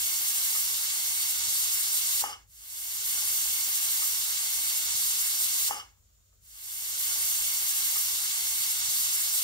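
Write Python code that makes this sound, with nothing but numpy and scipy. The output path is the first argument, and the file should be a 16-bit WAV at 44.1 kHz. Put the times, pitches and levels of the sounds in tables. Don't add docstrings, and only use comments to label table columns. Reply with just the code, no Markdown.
import sys
import numpy as np
from scipy import signal
from scipy.fft import rfft, irfft, next_fast_len
from scipy.io import wavfile

SR = 44100
rng = np.random.default_rng(int(sys.argv[2]) if len(sys.argv) > 2 else 0)


def master_out(mix):
    frames = np.transpose(np.atleast_2d(mix))
    ceiling = np.clip(frames, -1, 1)
    pcm = np.round(ceiling * 32767).astype(np.int16)
    wavfile.write(sys.argv[1], SR, pcm)


N = 415863
LENGTH = next_fast_len(round(6.6 * SR), True)
TIME = np.arange(LENGTH) / SR
HZ = np.maximum(np.arange(LENGTH // 2 + 1) * SR / LENGTH, 1)

# f/Hz, level/dB per Hz (relative)
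RUMBLE_COLOUR = [(12, -65), (20, -23), (31, -4), (44, -0.5), (55, 11), (76, 1), (92, 8), (124, -7),
                 (220, -15.5), (290, -41), (480, -120)]
# t/s, level/dB
RUMBLE_LEVEL = [(2.45, -64), (2.75, -68), (3.48, -61), (3.76, -66), (5.14, -62.5), (5.28, -70), (5.42, -62),
                (6.43, -67)]
# f/Hz, level/dB per Hz (relative)
LEAK_COLOUR = [(90, -30), (150, -21), (250, -17), (590, -14), (900, -26), (1290, -17), (1700, -24),
               (5250, -18), (6400, -15), (7000, -8), (7700, -14.5), (10400, -25), (12200, -18.5),
               (16000, -16.5)]
# f/Hz, likeness 0-1, phase/rad by which right trails beyond the path lag
PAIR = [(25, .95, 0), (60, .9, 0), (100, .75, .1), (130, .3, .8), (300, .45, 2.2), (620, .5, 1.7),
        (900, .55, -.4), (1200, .7, .4), (2150, .5, -1.4), (2290, .6, -1), (2320, .88, .1),
        (2440, .97, .05), (2560, .96, -.1), (2610, .5, -.3), (3400, .3, -.6), (4400, .6, .7), (7000, .3, 0),
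        (12500, .45, 0), (16000, .15, 0)]
# t/s, level/dB (before trim and chance), lower corner f/Hz, upper corner f/Hz of the strike
BLOWS = [(4.02, -31, 1170, 3500), (4.031, -30.5, 1060, 1400), (5.691, -49, 298, 1220),
         (5.709, -21, 250, 1580), (5.726, -31, 1000, 1950), (5.763, -37, 700, 3200),
         (5.798, -33, 980, 6000), (5.811, -38, 1100, 4000), (5.826, -46, 700, 1300),
         (5.847, -48, 1190, 1600), (5.972, -64, 900, 1400), (6.103, -62, 1300, 1150),
         (6.327, -54, 1300, 1150)]
# f/Hz, level/dB, t60/s, left minus right level/dB, direction of first swing
LID_MODES = [(290, -15, .04, -1, 1), (450, -14, .04, 0, -1), (795, -13, .14, 5, 1), (830, -2, .05, 5, 1),
             (1140, -7, .04, 3, -1), (1205, -6, .08, 3, -1), (1300, -13, .1, 2, 1), (1750, -14, .07, 2, 1),
             (1970, -19, .04, 0, -1), (2170, -19, .1, 0, 1), (2905, -5, .17, 3, -1), (3170, -8, .05, 3, 1),
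             (4740, -12, .08, 0, -1), (5100, -7, .12, 0, 1), (5560, -13, .1, 0, -1)]
# f/Hz, left level/dB per Hz, right level/dB per Hz (relative)
JET_COLOUR = [(151, -37, -24.5), (250, -28.5, -21.5), (430, -25, -20), (630, -28, -24), (735, -23.5, -22.5),
              (764, -19.5, -19), (874, -22, -19.5), (960, -17, -18.5), (1420, -14.5, -16),
              (1880, -15.5, -19.5), (2360, -11, -9), (2440, -10, -10), (2560, -10, -10), (2800, -2, -5),
              (3000, -6, -7.5), (3500, -1, -4), (4030, -1.5, -4), (4330, -2, 2), (4980, -3.5, -2),
              (7000, 2.5, 3), (9750, -0.5, 0.5), (10370, 2, -6), (12330, 4.5, 3.5), (13630, -0.5, 2),
              (16000, -1.5, -1)]
# f/Hz, width/Hz, left boost/dB, right boost/dB
WHISTLES = [(813, 40, 7, 2), (1160, 50, 2, 5), (2170, 150, 3, 3), (3890, 90, 4, 2), (4390, 80, 1, 4),
            (4920, 40, 3, 3), (5320, 50, 3, 6), (5860, 30, 2, 5), (5990, 44, 3, 4), (6515, 50, 5, 6),
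            (6990, 40, 5, 2), (7340, 60, 3, 4), (7535, 50, 5, 8), (7710, 35, 4, 3), (7870, 35, 2, 5),
            (8240, 50, 5, 4), (8480, 50, 1, 6), (8820, 90, 1, 4), (9335, 50, 3, 5), (9535, 35, 6, 4),
            (10550, 40, 5, 1), (11460, 50, 5, 1), (12080, 40, 3, 3), (12480, 90, 3, 3)]
# t/s, level/dB
JET_TREBLE = [(2.5, 0.5), (3.2, 1), (4.2, 1), (4.36, -2.5), (4.6, -1.5), (4.8, -2), (5.3, -1.5),
              (5.62, -2.5)]
# f/Hz, level/dB
CHOKED_COLOUR = [(250, 17.5), (500, 23.5), (1000, 21.5), (2000, 11.5), (2830, 4.5), (4000, -7.5), (5660, 4),
                 (8000, 1), (11300, 2.5), (16000, -1)]

RELEASE_START_S, RELEASE_END_S = 2.49, 6.427
EARLIER_S = 3.47014
SEATS_S, SHUTS_S = 5.692, 5.797

LEAK_DB, LEAK_RISE_DB_PER_S, LEAK_WAVER_DB = -67, 3, 1
LEAK_LIKENESS = 0.24
RIGHT_LAG_MS = .202
ECHO_T60_S, ECHO_SHARE = .12, .3
KITCHEN_T60_S, KITCHEN_DB, WALL_CUT_HZ = 0.22, -16, 6000
POP_S, POP_DB, POP_HZ, POP_T60_S, POP_CUT_HZ = 4.9497, -39.5, 75, .04, 450
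THUMP_DB, THUMP_HZ, THUMP_T60_S = -54, 118, 0.05
CHATTER_DB, CHATTER_PER_S, CHATTER_RISE_S = -51.5, 1500, 0.031
CHATTER_ENDS_S, CHATTER_FALL_DB_PER_S = 5.775, -500
JET_DB, BODY_DB = -28, 7.0
MIDDLE_RISE_DB_PER_S = 1
SWELL_FROM_S, SWELL_S, SWELL_POWER = 2.445, 0.71, 1.45
THIN_START_DB = -1
SURGE_S, SURGE_WIDTH_S, SURGE_DB = 5.68, 0.0057, 1.5
CHOKE_DB, CHOKE_S, SAG_DB_PER_S = -6.5, 0.027, -73
SHUT_DB_PER_S, DULLS_DB_PER_S = -380, -75
LINGER_DB, LINGER_DB_PER_S = -1, -170
CUTOFF_HZ = 15730


def from_db(db):
    return 10 ** (np.asarray(db) / 20)


def rms_one(x):
    return x / np.sqrt(np.mean(x ** 2) + 1e-20)


def in_time(rows):
    s, *columns = np.transpose(rows)
    return [np.interp(TIME, s, c) for c in columns]


def in_hz(rows):
    hz, *columns = np.transpose(rows)
    return np.array([np.interp(np.log(HZ), np.log(hz), c) for c in columns])


def bands(centres):
    for k, hz in enumerate(centres):
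        yield hz, np.interp(np.log(HZ), np.log(centres), np.arange(len(centres)) == k)


def drift(rate_hz):
    step = 40
    r = np.exp(-2 * np.pi * step * rate_hz / SR)
    noise = rng.standard_normal(LENGTH // step + 2002)
    slow = signal.lfilter([1], [1, -2 * r, r * r], noise)[2000:]
    return np.interp(np.arange(LENGTH) / step, np.arange(len(slow)), rms_one(slow))


def ring(clicks, hz, t60):
    r, w = from_db(-60 / (t60 * SR)), 2 * np.pi * hz / SR
    return signal.lfilter([0, np.sin(w)], [1, -2 * r * np.cos(w), r * r], clicks + 1e-18)


def direct_paths():
    alike, trail = in_hz(PAIR)
    late = np.exp(-1j * (trail + 2 * np.pi * HZ * RIGHT_LAG_MS / 1000))
    return np.clip(alike, 0, 1), np.array([np.ones_like(late), late])


def pair_noise(likeness=1):
    alike, direct = direct_paths()
    alike = alike * likeness
    tail = rng.standard_normal((2, SR // 2)) * from_db(-60 * TIME[:SR // 2] / ECHO_T60_S)
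    echoes = rfft(rms_one(tail) / np.sqrt(SR // 2), LENGTH)
    source, *diffuse = rfft(rng.standard_normal((3, LENGTH)))
    unlike = np.sqrt(ECHO_SHARE) * echoes * source + np.sqrt(1 - ECHO_SHARE) * np.array(diffuse)
    return np.sqrt(alike) * direct * source + np.sqrt(1 - alike) * unlike


def rumble():
    noise = irfft(from_db(in_hz(RUMBLE_COLOUR)) * pair_noise(), LENGTH)
    return from_db(in_time(RUMBLE_LEVEL)[0]) * rms_one(noise)


def kitchen(x):
    t = np.arange(round(.6 * SR)) / SR
    tail = rng.standard_normal((2, len(t))) * from_db(-60 * t / KITCHEN_T60_S)
    tail *= t > .004
    tail = signal.sosfilt(signal.butter(1, WALL_CUT_HZ, fs=SR, output="sos"), tail)
    tail /= np.sqrt(np.sum(tail ** 2, axis=1, keepdims=True))
    return from_db(KITCHEN_DB) * signal.fftconvolve(x, tail, axes=1)[:, :LENGTH]


def leak():
    spectrum = from_db(in_hz(LEAK_COLOUR)) * pair_noise(LEAK_LIKENESS)
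    hiss = 0
    for _, share in bands(250 * 2 ** np.arange(7)):
        hiss = hiss + from_db(LEAK_WAVER_DB * drift(12.0)) * irfft(share * spectrum, LENGTH)
    level_db = LEAK_DB + LEAK_RISE_DB_PER_S * np.maximum(TIME - SHUTS_S, 0)
    return from_db(level_db) * rms_one(hiss)


def pop():
    t = np.maximum(TIME - POP_S, 0)
    pull = -from_db(POP_DB - 60 * t / POP_T60_S) * np.cos(2 * np.pi * POP_HZ * t) * (TIME >= POP_S)
    dull = signal.sosfilt(signal.butter(2, POP_CUT_HZ, fs=SR, output="sos"), pull)
    return dull * np.array([[1], [0]])


def chatter():
    rise = np.clip((TIME - SEATS_S) / CHATTER_RISE_S, 0, 1)
    return rise ** 2 * from_db(CHATTER_DB + CHATTER_FALL_DB_PER_S * np.maximum(TIME - CHATTER_ENDS_S, 0))


def weight():
    modes = np.array(LID_MODES)[:, 0]
    struck = np.zeros((len(modes), LENGTH))
    for s, level_db, low_hz, high_hz in BLOWS:
        reach = 1 / np.sqrt((1 + (modes / high_hz) ** 4) * (1 + (low_hz / modes) ** 12))
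        strength_db = level_db - 3 + rng.normal(0, 1.5, len(modes))
        struck[:, round(s * SR)] = from_db(strength_db) * reach
    taps = (rng.random(LENGTH) < CHATTER_PER_S / SR) * chatter()

    clank = np.zeros((2, LENGTH))
    for clicks, (hz, level_db, t60, pan_db, swing) in zip(struck, LID_MODES):
        tone = swing * ring(clicks + taps * rng.standard_normal(LENGTH), hz, t60)
        clank += from_db(level_db + np.array([[pan_db / 2], [-pan_db / 2]])) * tone
    radiated = HZ ** 2 / (HZ ** 2 + 300 ** 2)
    clank = irfft(rfft(clank) * radiated * direct_paths()[1], LENGTH)

    landing = from_db(THUMP_DB) * (np.arange(LENGTH) == round(SEATS_S * SR))
    return clank + ring(landing, THUMP_HZ, THUMP_T60_S)


def vent():
    swell = np.clip((TIME - SWELL_FROM_S) / SWELL_S, 1e-4, 1) ** SWELL_POWER
    surge_db = SURGE_DB * np.exp(-.5 * ((TIME - SURGE_S) / SURGE_WIDTH_S) ** 2)
    landed = np.maximum(TIME - SEATS_S, 0)
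    shutting = np.maximum(TIME - SHUTS_S, 0)
    choke = np.clip((TIME - SEATS_S) / CHOKE_S + .5, 0, 1)
    choke_db = CHOKE_DB * choke + SAG_DB_PER_S * (landed - shutting)
    shut_db = np.maximum(SHUT_DB_PER_S * shutting, LINGER_DB + LINGER_DB_PER_S * shutting)
    middle_db = MIDDLE_RISE_DB_PER_S * np.clip(TIME - SWELL_FROM_S, 0, SEATS_S - SWELL_FROM_S)
    jet_db = JET_DB + middle_db + 20 * np.log10(swell) + surge_db + choke_db + shut_db
    treble_db = in_time(JET_TREBLE)[0] + surge_db + DULLS_DB_PER_S * landed
    body_db = (BODY_DB - middle_db + THIN_START_DB * (1 - swell)) * (1 - choke)
    return jet_db, treble_db, body_db, choke


def jet(gust_db, flicker_db, spit_db):
    jet_db, treble_db, body_db, choke = vent()
    colour = from_db(in_hz(JET_COLOUR))
    for hz, width, *boost_db in WHISTLES:
        peak = 1 / (1 + (2 * (HZ - hz) / width) ** 2)
        colour *= 1 + np.outer(from_db(boost_db) - 1, peak)
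    spectrum = colour * pair_noise()

    choked_hz, choked_db = np.transpose(CHOKED_COLOUR)
    gust, hiss = drift(4.7), 0
    for hz, share in bands(250 * 2 ** np.arange(0, 6.1, .5)):
        high = np.clip(np.log2(hz / 4000), 0, 2)
        low = np.clip(np.log2(4000 / hz), 0, 1)
        tilt_db = (treble_db / 1.5 + gust_db * gust) * high + body_db * low
        tilt_db = tilt_db + choke * np.interp(np.log(hz), np.log(choked_hz), choked_db)
        hiss = hiss + from_db(tilt_db + flicker_db * drift(14.4)) * irfft(share * spectrum, LENGTH)
    return from_db(jet_db + spit_db * drift(200.0)) * rms_one(hiss)


def played_thrice(release):
    fade_s = .06
    corners_s = [RELEASE_START_S - fade_s, RELEASE_START_S, RELEASE_END_S - fade_s, RELEASE_END_S]
    gate = np.interp(TIME, corners_s, [0, 1, 1, 0])
    piece = release * np.sqrt(gate)
    later = round((RELEASE_END_S - RELEASE_START_S) * SR)
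    first = release[:, round(EARLIER_S * SR):]
    count = first.shape[1]
    out = np.zeros((2, N))
    out[:, :count] += first * np.sqrt(1 - gate[:count]) * (TIME[:count] < RELEASE_START_S)
    out[:, :LENGTH] += piece
    out[:, later:] += piece[:, :N - later]
    return out


def scene():
    clank = weight()
    steam = jet(gust_db=0.5, flicker_db=1.0, spit_db=0.17)
    return played_thrice(rumble() + leak() + pop() + clank + kitchen(clank) + steam)


def record(dry):
    return signal.sosfilt(signal.ellip(16, .5, 75, CUTOFF_HZ, fs=SR, output="sos"), dry)


dry = scene()
out = record(dry)
master_out(out)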